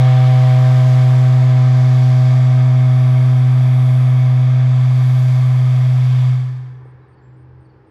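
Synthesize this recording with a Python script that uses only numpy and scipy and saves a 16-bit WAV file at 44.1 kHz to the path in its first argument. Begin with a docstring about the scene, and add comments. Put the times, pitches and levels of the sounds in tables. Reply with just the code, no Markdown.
"""Steam whistle across a park

A steamboat's big whistle, already blowing, holds one deep note: a steam jet drives an air column.
As the pressure sags the overtones sink into the rush of steam. The valve shuts, there is a soft
knock, and the note echoes off far trees. A distant hum, a cricket and a few small birds are left."""
import sys
import numpy as np
from scipy import signal
from scipy.fft import rfft, irfft, next_fast_len
from scipy.io import wavfile

SR = 44100
rng = np.random.default_rng(int(sys.argv[2]) if len(sys.argv) > 2 else 0)


def wrap_up_sound(samples):
    """Save the sound to the file named by the first command line argument, as 16-bit audio."""
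    columns = np.atleast_2d(samples).T
    # keep every value between -1 and 1, then stretch to whole-number steps
    tamed = np.clip(columns, -1, 1)
    steps = np.round(tamed * 32767).astype(np.int16)
    wavfile.write(sys.argv[1], SR, steps)


N = 348390
FFT_SIZE = next_fast_len(N)
TIME, FREQS = np.arange(N) / SR, np.fft.rfftfreq(FFT_SIZE, 1 / SR)
SHUT_S = 6.27   # valve starts to close


# Upper air-column harmonics: multiple, level/dB, surge/dB, sag/(dB/s), drop-out/(dB/s)
HARMONICS = [(3, -35, -9, 3.5, -2), (4, -47, 13.5, 0.7, 7.5), (5, -31, -0.9, 2.5, 18),
             (6, -35, 4.5, 2.65, 17.5), (7, -61, 5.5, 1.5, 16), (8, -56, 5.5, 0.5, 16),
             (9, -53, 5, 3.5, 17.5)]

def whistle(phase, octave_db=-34, octave_peak_s=2.15, octave_width_s=3.06, waver_db=1.1):
    """Strong fundamental, weak overtones; most drop out from just before the valve shuts."""
    octave_gain = from_db(octave_db) * .5 ** (((TIME - octave_peak_s) / octave_width_s) ** 2)
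    overtones = octave_gain * partial(phase, 2, flutter=0.038)
    failing_s = since(SHUT_S - 0.49)
    for multiple, db, surge_db, sag, dropout in HARMONICS:
        gain = blown(db + waver_db * drift(1) - dropout * failing_s, surge_db, sag)
        overtones += gain * partial(phase, round(multiple), flutter=0.045)
    return fundamental_gain() * partial(phase, 1, flutter=0.0052) + ring_out() * overtones


def whistle_phase(pitch_hz=126.95, sharp_hz=.8, jitter=0.00072):
    """The air column starts sharp and settles; turbulence shakes its pitch slightly."""
    hz = (pitch_hz + sharp_hz * surge()) * (1 + jitter * drift(14))
    return 2 * np.pi * np.cumsum(hz) / SR


def partial(phase, multiple, flutter):
    """One harmonic, rms about 1, wavering slowly in amplitude and phase."""
    angle = multiple * phase + rng.uniform(0, 2 * np.pi)
    return np.sqrt(2) * ((1 + flutter * drift(1.7)) * np.sin(angle) + flutter * drift(4) * np.cos(angle))


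def fundamental_gain(echo_s=7.11, echo_db=-42, attack_s=.2, hold_s=.23, release_db_per_s=40):
    """The note holds, rings out, then returns once from far trees."""
    direct = blown(level_db=-8.5, surge_db=0.06, sag_db_per_s=0.434) * ring_out()
    attack = np.minimum(since(echo_s) / attack_s, 1)
    release_db = release_db_per_s * since(echo_s + attack_s + hold_s)
    return np.hypot(direct, attack * from_db(echo_db - release_db))


def ring_out(hang_s=0.037, decay_db_per_s=47):
    """Gain of the air column, which rings on briefly after the valve shuts."""
    return from_db(-decay_db_per_s * since(SHUT_S + hang_s))


def surge(decay_s=1.593):
    """Opening rush of steam, falling from 1 towards 0."""
    return np.exp(-TIME / decay_s)


def blown(level_db, surge_db, sag_db_per_s):
    """Gain of a steam-driven part, following the surge and the sagging boiler pressure."""
    return from_db(level_db + surge_db * surge() - sag_db_per_s * TIME)


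def valve(close_db_per_s=41.5, quicken_db_per_s2=24):
    """Gain of the steam supply: open, then closing ever faster."""
    closing_s = since(SHUT_S)
    return from_db(-close_db_per_s * closing_s - quicken_db_per_s2 * closing_s ** 2)


# Smooth jet spectrum: f/Hz, relative level/dB
JET_SPECTRUM = [(40, -26), (130, 14), (215, -2), (280, 6), (350, -9), (410, 4), (550, -2), (900, -1.5),
                (1450, -2), (2000, -0.5), (2900, -7.5), (4100, -11.5), (8000, -22.5), (13500, -30.5),
                (15500, -34.5)]
# Resonances colouring the jet: f/Hz, width/Hz, lift/dB
JET_RESONANCES = [(639, 59, 5.5), (712, 208, 13.5), (945, 20, 10), (1016.6, 64, 11.5), (1148, 96, 10.5),
                  (1265, 113, 8), (1572, 42, 7), (1738, 190, 4), (2200, 170, 5.5), (3390, 810, 5.5),
                  (4940, 910, 2), (6380, 700, 2), (7470, 460, 2.5), (9400, 510, 2.5), (12100, 270, 4)]

def steam(phase):
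    """Jet noise in five bands; the jet swings across the lip, so the noise pulses with the note."""
    throat, roar, rush, hiss, fizz = jet_gains()
    lift_db = sum(db * .5 ** ((2 * (FREQS - hz) / width) ** 2) for hz, width, db in JET_RESONANCES)
    colour = spectrum(JET_SPECTRUM) * from_db(lift_db)
    low = throat * noise(colour * below(850))
    high = roar * noise(colour * between(850, 2500))
    high += rush * noise(colour * between(2500, 4000))
    high += hiss * swirl(colour * between(4000, 8500))
    high += fizz * swirl(colour * between(8500, 16000))
    high *= 1 + 0.068 * np.cos(phase) + 0.078 * np.cos(2 * phase)   # two lip crossings per cycle
    return high + low * (1 + 0.25 * np.cos(phase))


# Throat, roar and rush bands: level/dB, surge/dB, sag/(dB/s), flare/dB
LOWER_BANDS = [(-38, 0.8, 0.78, 1.3), (-38, 5.5, 0.35, -1), (-49.5, 10.5, -0.28, 2.5)]
# Hiss band in the breeze: t/s, relative level/dB
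HISS_SWAY = [(0.05, -46), (0.79, -45), (1.59, -48), (2.28, -46.5), (2.83, -50.5), (4.35, -52), (5.3, -48.5),
             (5.49, -50.5), (6.25, -50)]
# Fizz band above it: t/s, level/dB
FIZZ_SWAY = [(0.05, -58), (0.65, -56), (1.19, -57), (1.62, -62.5), (2.03, -58), (2.69, -62.5), (3.12, -57),
             (3.42, -59.5), (3.9, -56.5), (4.64, -65.5), (5.14, -55.5), (5.64, -58.5), (6.09, -59),
             (6.25, -61.5)]

def jet_gains(flare_lead_s=0.087, flare_width_s=.22, hiss_trim_db=0.47):
    """Lower bands follow the pressure and the narrowing valve's flare; the treble sways in the breeze."""
    flare = np.exp(-((TIME - SHUT_S + flare_lead_s) / flare_width_s) ** 2)
    lower = [blown(db + flare_db * flare, surge_db, sag) for db, surge_db, sag, flare_db in LOWER_BANDS]
    treble = [from_db(hiss_trim_db + curve(HISS_SWAY)), from_db(curve(FIZZ_SWAY))]
    return [valve() * gain for gain in lower + treble]


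def swirl(colour, sway_db=.8):
    """Moving air swells and fades overlapping slices of treble noise; rms 1."""
    bins = rfft(rng.standard_normal(FFT_SIZE)) * colour
    centres_hz, step_hz = np.linspace(3000, 16000, 12, retstep=True)
    windows = [np.maximum(1 - abs(FREQS - hz) / step_hz, 0) for hz in centres_hz]
    slices = [irfft(bins * window, FFT_SIZE)[:N] for window in windows]
    return rms_one(sum(part * from_db(sway_db * drift(1)) for part in slices))


# Close reflection, varying in the breeze: t/s, gain
REFLECTION = [(1.2, 0.098), (2.5, 0.27), (4, 0.36), (6.3, 0.27)]

def with_reflection(x, delay_ms=.86):
    """A slightly later copy carves comb notches into the hiss."""
    band = filtered(x, between(2000, 6500))
    return x + curve(REFLECTION) * np.interp(TIME - delay_ms / 1000, TIME, band)


# Steam leak tones: f/Hz, relative level/dB
LEAK_TONES = [(11876, -85), (12129, -77)]

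def squeals(trim_db=-4):
    """Leaking steam: thin tones that rise and fall with the fizz."""
    fizz = jet_gains()[-1]
    return from_db(trim_db) * narrow_tones(LEAK_TONES, width_hz=4) * rms_one(fizz)


# Echo spectrum of the far trees: f/Hz, relative level/dB
TREE_SPECTRUM = [(100, -4), (270, -2), (450, -5), (650, -18.5), (830, 4.5), (1200, -3.5), (1750, 3.5),
                 (2200, -8), (3500, -16.5), (5000, -21), (15000, -40.5)]

def steam_echo(jet):
    """Far trees return the jet noise as a long tail."""
    return scatter(jet, spectrum(TREE_SPECTRUM), t60_s=3.4, delay_s=0.18, trim_db=-12)


def scatter(x, colour, t60_s, delay_s, trim_db):
    """Trees and buildings scatter back a late, decaying tail."""
    response = noise(colour) * from_db(-60 * TIME / t60_s) * (TIME > delay_s)
    response *= np.sqrt(np.mean(colour ** 2)) / np.linalg.norm(response)
    return from_db(trim_db) * signal.fftconvolve(x, response)[:N]


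def knock(start_s=6.856, level_db=-35, ring_hz=460, decay_cycles=2):
    """A dull tap that rings for a few cycles as the steam dies away."""
    cycles = ring_hz * since(start_s)
    return from_db(level_db) * np.exp(-cycles / decay_cycles) * np.sin(2 * np.pi * cycles)


# Outdoor background spectrum: f/Hz, relative level/dB
AIR_SPECTRUM = [(25, -26.5), (50, -13), (75, -2), (105, -4.5), (160, -9.5), (250, -14), (400, -8.5),
                (520, -14.5), (660, -24), (830, -16), (1200, -22.5), (1700, -26), (3800, -45.5),
                (5000, -45), (6300, -59), (15500, -68)]

def park_air(level_db=-51):
    """Steady distant rumble and air."""
    return from_db(level_db) * noise(spectrum(AIR_SPECTRUM))


# Machinery tones: f/Hz, level/dB
HUM_TONES = [(80.5, -55.5), (317.6, -61), (398.4, -64.5), (818, -68.5)]

def machinery():
    """Far machinery hums on a few narrow tones."""
    return narrow_tones(HUM_TONES, width_hz=2.5)


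# One bird's pairs of falling chips: t/s, level/dB
CHIPS = [(6.641, -77), (7.124, -75), (7.643, -72.5)]
# Other birds' slurs: t/s, length/s, start f/Hz, middle f/Hz, end f/Hz, level/dB
SLURS = [(7.005, .06, 3750, 3940, 3600, -77), (7.212, 0.083, 7200, 7500, 7500, -79)]

def birds(chip_s=.03, pair_lag_s=.046, chip_hz=(4620, 4560, 4030)):
    """Thin whistles on arched pitch curves, with a short echo from the trees."""
    out = np.zeros(N)
    chips = [(s + lag, chip_s, *chip_hz, db) for s, db in CHIPS for lag in (0, pair_lag_s)]
    for s, length_s, start_hz, middle_hz, end_hz, db in chips + SLURS:
        inside = (TIME >= s) & (TIME < s + length_s)
        along = (TIME[inside] - s) / length_s
        hz = np.polyval(np.polyfit([0, .5, 1], [start_hz, middle_hz, end_hz], 2), along)
        angle = 2 * np.pi * np.cumsum(hz) / SR
        out[inside] += np.sqrt(2) * from_db(db) * np.sin(np.pi * along) * np.sin(angle)
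    return out + scatter(out, below(9000), t60_s=.45, delay_s=0.021, trim_db=-4)


# Cricket chirp onsets: t/s
CHIRP_STARTS = [6.85, 7.081, 7.367, 7.604, 7.868]

def cricket(pitch_hz=8800, droop_hz=450, strokes_per_s=104, chirp_s=.066, peak_db=-76.48):
    """Each chirp is a run of wing strokes, each sagging in pitch."""
    out = np.zeros(N)
    for s in CHIRP_STARTS:
        inside = (TIME >= s) & (TIME < s + chirp_s)
        stroke = (TIME[inside] - s) * strokes_per_s % 1
        angle = 2 * np.pi * np.cumsum(pitch_hz - droop_hz * stroke ** 2) / SR
        out[inside] += from_db(peak_db) * np.sin(np.pi * stroke) * np.sin(angle)
    return out


def from_db(db):
    return 10 ** (np.asarray(db) / 20)


def rms_one(x):
    return x / np.sqrt(np.mean(x ** 2) + 1e-20)


def since(s):
    """Seconds since s; zero before."""
    return np.maximum(TIME - s, 0)


def curve(points):
    """(t/s, value) points at every sample."""
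    return np.interp(TIME, *np.transpose(points))


def spectrum(points):
    """(f/Hz, level/dB) points as a gain per FFT bin."""
    hz, db = np.transpose(points)
    return from_db(np.interp(np.log(FREQS + 1), np.log(hz), db))


def below(hz):
    """Steep low-pass gain."""
    return 1 / np.sqrt(1 + (FREQS / hz) ** 20)


def between(low_hz, high_hz):
    """Steep band-pass gain."""
    return below(high_hz) * np.sqrt(1 - below(low_hz) ** 2)


def filtered(x, gain):
    """Apply a gain per FFT bin."""
    return irfft(rfft(x, FFT_SIZE) * gain, FFT_SIZE)[:N]


def noise(colour):
    """Coloured noise; rms 1."""
    return rms_one(filtered(rng.standard_normal(FFT_SIZE), colour))


def narrow_tones(lines, width_hz):
    """Wavering tones, each a very narrow noise band."""
    return sum(from_db(db) * noise(1 / (1 + ((FREQS - hz) / width_hz) ** 2)) for hz, db in lines)


def drift(rate_hz, hop=100, settle=1000):
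    """Slow random wander; rms 1."""
    pole = np.exp(-2 * np.pi * rate_hz * hop / SR)
    white = rng.standard_normal(N // hop + settle + 2)
    slow = signal.lfilter([1], [1, -2 * pole, pole * pole], white)[settle:]
    return np.interp(np.arange(N) / hop, np.arange(len(slow)), rms_one(slow))


def scene():
    """The whistle and its steam over the quiet park; mono."""
    phase = whistle_phase()
    jet = with_reflection(steam(phase))
    echo = steam_echo(jet)
    background = park_air() + machinery()
    return (whistle(phase) + jet + echo + squeals() + knock() + background + birds() + cricket())[None]


def record(dry, cutoff_hz=15700):
    """Steep elliptic low-pass."""
    return signal.sosfilt(signal.ellip(10, .1, 80, cutoff_hz, fs=SR, output="sos"), dry)


dry = scene()
out = record(dry)
wrap_up_sound(out)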